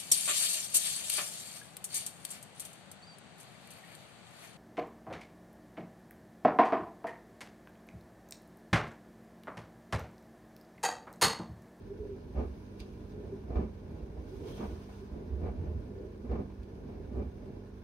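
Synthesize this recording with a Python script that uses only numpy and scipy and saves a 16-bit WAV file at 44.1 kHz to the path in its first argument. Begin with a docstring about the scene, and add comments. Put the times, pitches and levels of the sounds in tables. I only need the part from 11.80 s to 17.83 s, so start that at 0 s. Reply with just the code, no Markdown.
"""Just outside the door glass of a front-loading washing machine: wet laundry tumbles about once a second.
Pump and motor hum as sine lines; the drum rumbles and churns as coloured noise.
Rising cloth rubs the door (resonant noise, wavering hoots), then flops (clouds of impacts); the tub booms.
Drops patter as random impacts smeared by the drum, a jet hisses in bursts on bare steel,
and a few short noise cracks tick against the drum, most clearly near 1 s."""
import sys
import numpy as np
from scipy import signal
from scipy.fft import rfft, irfft
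from scipy.io import wavfile
from scipy.ndimage import uniform_filter1d

SR = 44100
rng = np.random.default_rng(int(sys.argv[2]) if len(sys.argv) > 2 else 0)


def transcribe(u):
    """Save the signal u as a 16-bit wav file named by the first command-line argument.

    u: samples, shape (n,) or (channels, n), limited to [-1, 1]; the rate is SR.
    q: integer samples, one column per channel.
    """
    v = np.clip(np.atleast_2d(u).T, -1, 1)
    q = np.round(v * 32767).astype(np.int16)
    wavfile.write(sys.argv[1], SR, q)


N = 266055
TIME_S = np.arange(N) / SR
BINS_HZ = np.fft.rfftfreq(N, 1 / SR)

# Levels are nominal, ahead of the microphones. Spectra set colour only: radiate() normalises them.
# Pump lines on mains multiples, motor at 130 Hz: (frequency [Hz], rms level [dB])
HUM_LINES = [(50, -54.5), (100, -54.5), (130, -61.5), (200, -55), (250, -59), (300, -63), (500, -77.5),
             (550, -83)]
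# Rumble of the tub on its springs: (frequency [Hz], relative density [dB per Hz])
RUMBLE_SPECTRUM = [(22, -48), (31, -31), (42, -15), (54, -1), (76, 6.5), (92, -1), (120, -29), (200, -45),
                   (500, -41.5)]
# Load churning in water: (frequency [Hz], relative density [dB per Hz])
CHURN_SPECTRUM = [(60, -10.5), (110, -2.5), (140, 1.5), (165, 3), (183, -7), (212, 2), (245, 1),
                  (283, -3.5), (315, 1), (345, -3.5), (450, -2), (535, -12.5), (680, -14), (1300, -28.5)]
# Bunched load rolling over: (start [s], length [s], rumble level [dB], churning level [dB])
ROLLS = [(1.414, 0.11, -55, -49), (1.994, 1, -50, -50), (3.363, 0.75, -59, -51), (3.553, 0.43, -36, -49),
         (4.978, .8, -52, -50)]
# Load carried up and dropped: (landing [s], level [dB], gathering time [s], splash re level [dB],
# tub boom peak [dB], rub level on the way up [dB], lead of rub on landing [s])
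TUMBLES = [(0.586, -33, 0.031, -13, -28, -46, .33), (1.799, -37.5, 0.1, -14.5, -31.5, -47.5, 0.35),
           (2.812, -39, 0.024, -7.5, -46, -44.5, 0.11), (3.659, -36.5, 0.041, -14, -40, -57.5, 0.092),
           (4.522, -34, 0.032, -13.5, -28.5, -44.5, 0.28), (5.392, -37, 0.069, -16.5, -32, -53.5, 0.19)]
# Cloth catching on the door, which hoots: (time [s], peak level [dB])
CATCHES = [(0.116, -35.5), (0.217, -37), (0.312, -37.5), (1.36, -41.5), (1.534, -34.5), (2.535, -39),
           (2.689, -41), (3.228, -41), (4.12, -48), (4.199, -41.5), (5.68, -45), (5.88, -47.5)]
# Water drops and runoff: (frequency [Hz], relative density [dB per Hz])
WATER_SPECTRUM = [(300, -19.5), (700, -0.5), (1000, 0.5), (1500, -3), (2000, -10), (3100, -16), (4400, -17),
                  (6200, -20.5), (9000, -41.5), (15000, -31.5)]
# Bare steel uncovered to the jet: (start [s], length [s], force [dB], ahead of the spray gain)
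JET_BURSTS = [(0.576, 0.72, -76), (2.507, 0.66, -68.5), (2.698, 0.1, -62.5)]
# Fine spray: (frequency [Hz], relative density [dB per Hz])
SPRAY_SPECTRUM = [(400, -5), (1000, 7), (1400, -2), (2400, -2), (3500, -0.5), (4600, -4), (6200, -4),
                  (9000, -11), (15500, -17)]
# Pitches the steel sings under the full jet: (frequency [Hz], width [Hz], relative level [dB])
STEEL_PITCHES = [(3250, 250, 3.5), (4200, 220, -9), (6100, 600, -10.5)]
# Faint background hiss: (frequency [Hz], relative density [dB per Hz])
AIR_SPECTRUM = [(100, -42), (2000, 25.5), (6000, 2.5), (9000, -1), (15500, -7.5)]
# Heavy lumps bumping the tub: (time [s], peak level [dB], pitch [Hz])
THUMPS = [(0.208, -37, 59.3), (1.017, -38.5, 56), (1.773, -19.5, 65.2), (2.236, -32, 60.3), (2.31, -35, 60),
          (2.392, -33.5, 63.6), (2.886, -36.5, 65), (2.936, -36.5, 60.6), (3.336, -32, 65),
          (3.535, -40, 67), (3.872, -36, 55.6), (4.803, -36, 64), (5.472, -30.5, 76)]
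# Single wet folds smacking flat: (time [s], level [dB], splash re level [dB])
SLAPS = [(1.012, -53, -6), (1.705, -35.5, -14.5), (1.756, -34, -7.5), (1.79, -38.5, -10.5),
         (1.835, -37, -17), (2.371, -48, -12), (3.09, -52.5, -2.5), (4.446, -39.5, -15), (4.553, -42.5, -4),
         (4.589, -32, -17.5), (5.09, -46.5, -8.5)]
# Dull slap of cloth: (frequency [Hz], relative density [dB per Hz])
FLOP_SPECTRUM = [(50, -7.5), (110, -1), (160, -3), (185, -5.5), (215, 3), (250, 1), (282, -5.5), (330, -4),
                 (460, -1.5), (550, -12.5), (850, -25.5), (2000, -52)]
# Wet smack: (frequency [Hz], relative density [dB per Hz])
SPLASH_SPECTRUM = [(300, -29), (500, -8), (700, 4.5), (880, -2.5), (1200, -4.5), (1700, -15), (2800, -20.5),
                   (4000, -29), (6500, -38.5), (15000, -71)]
# Hard ticks and fat drops on the drum: (time [s], level ahead of crack and ring gains [dB],
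# crack dying time [s])
TICKS = [(0.996, -61, 0.0015), (1.003, -52.5, 0.0031), (1.759, -73, 0.0053), (3.607, -74, .003),
         (4.514, -71, .004), (4.833, -69, 0.0036), (4.954, -72, .002)]
# Hard contact: (frequency [Hz], relative density [dB per Hz])
TICK_SPECTRUM = [(600, -28), (1500, -16), (2500, 3), (3600, 2.5), (4150, 1.5), (4700, 4.5), (5200, -5),
                 (5600, -0.5), (7000, -4.5), (9500, -8.5), (15500, -16)]
# Resonances of tub and drum, applied to all noise layers: (frequency [Hz], width [Hz], relative lift [dB])
SHELL_RESONANCES = [(376.1, 5, 5.5), (602, 66, 5.5), (828, 57, 3), (997, 175, 3.5), (1458, 36, 6.5),
                    (1606, 30, 2.5), (1747, 50, 5), (2210, 44, 5.5), (2373, 76, 5), (2715, 30, 7),
                    (3250, 170, -1), (4000, 110, 0.5), (4940, 95, 5.5)]
# Stereo likeness, clipped to +-1 in use: (frequency [Hz], left-right correlation [1])
CORRELATION = [(60, 0.8), (180, 1.6), (280, 0.8), (400, 0.7), (550, 0.36), (1000, 0.01), (4000, 0),
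               (12000, 0.1)]
# Stereo balance: (frequency [Hz], left minus right [dB])
LEFT_MINUS_RIGHT = [(60, -3.5), (150, -2), (300, -2), (500, -1), (2000, 0.7), (4500, -2.5), (8000, -0.7),
                    (15000, 0.5)]
# Microphone colour: (frequency [Hz], gain [dB])
MICROPHONE = [(6400, -1), (6900, -5), (7400, -9), (7850, -6), (8100, -2), (8600, 0.5)]

RUMBLE_DB, CHURN_DB, PATTER_DB = -53.5, -51, -66.5
LULL_DELAY_S, LULL_WIDTH_S, LULL_DB = 0.27, 0.036, -3.5
ROLL_EDGE_S = 0.063
JOLT_RE_BOOM_DB, JOLT_RISE_S, JOLT_DIE_S = -12, 0.058, 0.1
RUB_HZ, RUB_WIDTH_HZ = 395.7, 68
RUB_RISE_S, RUB_DIE_S, RUB_BASE_DB = 0.14, 0.11, -55
CATCH_S = 0.017
PUMP_PULSE_SHARE = 0.24
JET_RISE_S, JET_DIE_S = 0.062, 0.14
JET_BASE_DB, JET_FADE_DB_PER_S = -73, 0.26
TUB_HZ, BOOM_DIE_S = 65, 0.063
THUMP_RISE_S, THUMP_DIE_S = 0.013, 0.02
FLOP_HOLD_S, FLOP_DIE_S = 0.028, 0.034
SLAP_RISE_S, SLAP_DIE_S = 0.001, 0.032
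SMACK_T60_S = 0.04
TICK_RING_S = 0.025
EDGE_HZ = 15730


def from_db(db):
    """Decibels to gain."""
    return 10 ** (np.asarray(db) / 20)


def unit(x):
    """Scales to rms 1."""
    return x / np.sqrt(np.mean(x ** 2) + 1e-20)


def at_bins(points):
    """Joins (frequency [Hz], value) points on a log-frequency axis."""
    hz, value = np.transpose(points)
    return np.interp(np.log(BINS_HZ + 1), np.log(hz + 1), value)


def muffled(spectrum, corner_hz):
    """Water and cloth swallow the treble above a corner."""
    return at_bins(spectrum) - 20 * np.log10(1 + (BINS_HZ / corner_hz) ** 2)


def wander(rate_hz):
    """Slow random drift of rms 1: noise under a Gaussian low-pass."""
    spectrum = rfft(rng.standard_normal(N))
    return unit(irfft(spectrum * np.exp(-(BINS_HZ / rate_hz) ** 2), N))


def noise():
    """Two unrelated white noises."""
    return rng.standard_normal((2, N))


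def impacts(per_s, spread_db):
    """Random tiny blows of uneven size, reaching both sides with unrelated strength."""
    size = from_db(spread_db * np.minimum(rng.exponential(1, N), 4))
    struck = rng.random(N) < per_s / SR
    return unit(noise() * size * struck)


def held(start_s, length_s, rise_s, die_s):
    """Builds up to the start, holds for the length, then dies away."""
    t = TIME_S - start_s
    rise = (np.minimum(t, 0) / rise_s) ** 2
    fall = np.maximum(t - length_s, 0) / die_s
    return np.exp(-rise - fall)


def swell(peak_s, gather_s, die_s):
    """Builds up to one moment, then dies away."""
    return held(peak_s, 0, gather_s, die_s)


def together(gains):
    """Unrelated sounds add in power."""
    return np.sqrt(sum(gain ** 2 for gain in gains))


def radiate(drive, spectrum_db):
    """Colours a white pair and lets it out through the shell, mixing the sides by correlation."""
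    a, b = rfft(drive)
    same = np.clip(at_bins(CORRELATION), -1, 1)
    mid = a * np.sqrt((1 + same) / 2)
    side = b * np.sqrt((1 - same) / 2)
    shell_db = sum(db / (1 + (2 * (BINS_HZ - hz) / width_hz) ** 2)
                   for hz, width_hz, db in SHELL_RESONANCES)
    colour = unit(from_db(spectrum_db + shell_db))
    return irfft(np.array([mid + side, mid - side]) * colour, N)


def in_drum(drive, t60_s):
    """The drum smears each blow into a short random ring, with unevenness across pitch reduced."""
    t = TIME_S[:SR // 4]
    scatter = rfft(noise()[:, :len(t)] * from_db(-60 * t / t60_s))
    softened = scatter / np.sqrt(abs(scatter) + 1e-12)  # keeps the root of the magnitude
    tail = irfft(softened)[:, :len(t) // 2]
    tail /= np.linalg.norm(tail, axis=1, keepdims=True)
    return signal.fftconvolve(drive, tail, axes=1)[:, :N]


def patchy(drive, patchy_db):
    """Random uneven patches of level across pitch and time, a few hundredths of a second long."""
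    z = signal.stft(drive, nperseg=256)[2]
    patches = uniform_filter1d(rng.standard_normal(z.shape[1:]), size=4, axis=0)  # across pitch
    patches = uniform_filter1d(patches, size=7, axis=1)  # across time
    return unit(signal.istft(z * from_db(patchy_db * unit(patches)))[1][:, :N])


def hum(waver_db=1.43, sway_rad=0.31):
    """Lines of pump and motor; the shifting load makes each waver in strength and timing."""
    total = 0
    for hz, db in HUM_LINES:
        amplitude = np.sqrt(2) * from_db(db + waver_db * wander(2.7))
        phase_rad = 2 * np.pi * (hz * TIME_S + rng.random()) + sway_rad * wander(1.6)
        total = total + amplitude * np.sin(phase_rad)
    return total


def drum(lumpy_db=2.1, heave_db=-1.0):
    """The tub rumbles on its springs as the load churns: more in rolls; steady churning lulls after falls."""
    rolls = [(held(s, length_s, ROLL_EDGE_S, ROLL_EDGE_S), rumble_db, churn_db)
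             for s, length_s, rumble_db, churn_db in ROLLS]
    # each boom also sets the cabinet rumbling
    jolts = [from_db(boom_db + JOLT_RE_BOOM_DB) * swell(s, JOLT_RISE_S, JOLT_DIE_S)
             for s, _, _, _, boom_db, *_ in TUMBLES]
    steady_shake = from_db(RUMBLE_DB + heave_db * wander(4.4))
    shake = together([steady_shake] + jolts + [from_db(db) * roll for roll, db, _ in rolls])
    # the fallen load lies still for a moment
    lull = sum(np.exp(-((TIME_S - s - LULL_DELAY_S) / LULL_WIDTH_S) ** 2) for s, *_ in TUMBLES)
    steady_stir = from_db(CHURN_DB + LULL_DB * lull)
    stir = together([steady_stir] + [from_db(db) * roll for roll, _, db in rolls])
    rumble = shake * radiate(noise(), muffled(RUMBLE_SPECTRUM, corner_hz=704))
    lumps = unit(from_db(lumpy_db * wander(5.5)))
    churn = stir * lumps * radiate(noise(), muffled(CHURN_SPECTRUM, corner_hz=1710))
    return rumble + churn


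def rubbing(waver_share=0.0428):
    """Rising wet cloth slides on the door and stirs a hollow resonance, which hoots when it catches."""
    resonance_db = -20 * np.log10(1 + ((BINS_HZ - RUB_HZ) / RUB_WIDTH_HZ) ** 2)
    lifts = [from_db(rub_db) * swell(s - lead_s, RUB_RISE_S, RUB_DIE_S)
             for s, *_, rub_db, lead_s in TUMBLES]
    slide = together([from_db(RUB_BASE_DB)] + lifts) * radiate(noise(), resonance_db)
    grip = sum(from_db(db) * swell(s, CATCH_S, CATCH_S) for s, db in CATCHES)
    turns = np.cumsum(RUB_HZ * (1 + waver_share * wander(41.3))) / SR
    return slide + grip * np.sin(2 * np.pi * turns)


def jet_force():
    """How hard the jet strikes bare steel: a slowly weakening base plus bursts."""
    bursts = [from_db(db) * held(s, length_s, JET_RISE_S, JET_DIE_S) for s, length_s, db in JET_BURSTS]
    return together([from_db(JET_BASE_DB - JET_FADE_DB_PER_S * TIME_S)] + bursts)


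def water(drop_share=0.66, surge_db=-0.5, runoff_db=1, runoff_delay_s=0.11):
    """Drops patter, pulsing with each turn of the pump; jet water runs off a moment after it strikes."""
    pump_hz = HUM_LINES[0][0]
    pulse = 1 + PUMP_PULSE_SHARE * (2 * np.cos(np.pi * pump_hz * TIME_S) ** 4 - 1)
    drops = patchy(in_drum(pulse * impacts(per_s=700, spread_db=0.5), t60_s=0.087), patchy_db=-0.5)
    stream = unit(pulse * noise())
    flow = np.sqrt(drop_share) * drops + np.sqrt(1 - drop_share) * stream
    flow = flow * from_db(surge_db * wander(14.0))
    runoff = from_db(runoff_db) * np.interp(TIME_S - runoff_delay_s, TIME_S, jet_force())
    return together([from_db(PATTER_DB), runoff]) * radiate(flow, at_bins(WATER_SPECTRUM))


def jet(spray_gain_db=4.0, flutter_db=-0.6, sing_db=-64):
    """A fine spray hisses on steel left bare by the laundry; head-on it makes the steel sing."""
    spray = patchy(impacts(per_s=20000, spread_db=-0.5), patchy_db=1.5)
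    spray = spray * from_db(flutter_db * wander(25))
    force = jet_force()
    hiss = from_db(spray_gain_db) * force * radiate(spray, at_bins(SPRAY_SPECTRUM))
    steel = sum(from_db(db) / (1 + ((BINS_HZ - hz) / width_hz) ** 2)
                for hz, width_hz, db in STEEL_PITCHES)
    song = radiate(noise(), 20 * np.log10(steel))
    return hiss + from_db(sing_db) * (force / force.max()) ** 3 * song


def air(air_db=-78):
    """A faint even hiss of coloured noise."""
    return from_db(air_db) * radiate(noise(), at_bins(AIR_SPECTRUM))


def swing(peak_s, db, hz, gather_s, die_s):
    """The tub swings on its springs for a few slow cycles."""
    return from_db(db) * swell(peak_s, gather_s, die_s) * np.cos(2 * np.pi * hz * (TIME_S - peak_s))


def thumps():
    """Each fall of the load booms in the tub; single lumps bump it more briefly."""
    booms = sum(swing(s, boom_db, TUB_HZ, gather_s, BOOM_DIE_S)
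                for s, _, gather_s, _, boom_db, *_ in TUMBLES)
    bumps = sum(swing(s, db, hz, THUMP_RISE_S, THUMP_DIE_S) for s, db, hz in THUMPS)
    return booms + bumps


def flops():
    """Cloth lands fold by fold: a cloud of dull slaps, with wetter smacks on top."""
    landings = [(from_db(db) * held(s, FLOP_HOLD_S, gather_s, FLOP_DIE_S), splash_db)
                for s, db, gather_s, splash_db, *_ in TUMBLES]
    landings += [(from_db(db) * swell(s, SLAP_RISE_S, SLAP_DIE_S), splash_db)
                 for s, db, splash_db in SLAPS]
    weight = together(force for force, _ in landings)
    wetness = together(force * from_db(splash_db) for force, splash_db in landings)
    blows = weight * impacts(per_s=3000, spread_db=1.13)
    slaps = radiate(blows, muffled(FLOP_SPECTRUM, corner_hz=2250))
    smacks = wetness * patchy(impacts(per_s=4500, spread_db=1.6), patchy_db=1.0)
    return slaps + radiate(in_drum(smacks, SMACK_T60_S), at_bins(SPLASH_SPECTRUM))


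def ticks(crack_gain_db=4, ring_gain_db=-3):
    """Sharp contacts crack brightly, then leave a short duller ring in the drum."""
    crack = sum(from_db(db) * swell(s, 0.0011, die_s) for s, db, die_s in TICKS)
    ring = sum(from_db(db) * swell(s, 0.0033, TICK_RING_S) for s, db, _ in TICKS)
    bright = radiate(crack * noise(), at_bins(TICK_SPECTRUM))
    dull = radiate(ring * noise(), muffled(TICK_SPECTRUM, corner_hz=7000))
    return from_db(crack_gain_db) * bright + from_db(ring_gain_db) * dull


def scene():
    """The whole machine over a faint even hiss."""
    return hum() + drum() + rubbing() + water() + jet() + air() + thumps() + flops() + ticks()


def record(dry):
    """Two slightly unequal microphones with a dip in the treble, then the band limit."""
    colour_db = at_bins(MICROPHONE) + np.array([[0.5], [-0.5]]) * at_bins(LEFT_MINUS_RIGHT)
    low_pass = np.clip((EDGE_HZ - BINS_HZ) / 100 + 0.5, 0, 1)
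    return irfft(rfft(dry) * from_db(colour_db) * low_pass, N)


dry = scene()
out = record(dry)
transcribe(out)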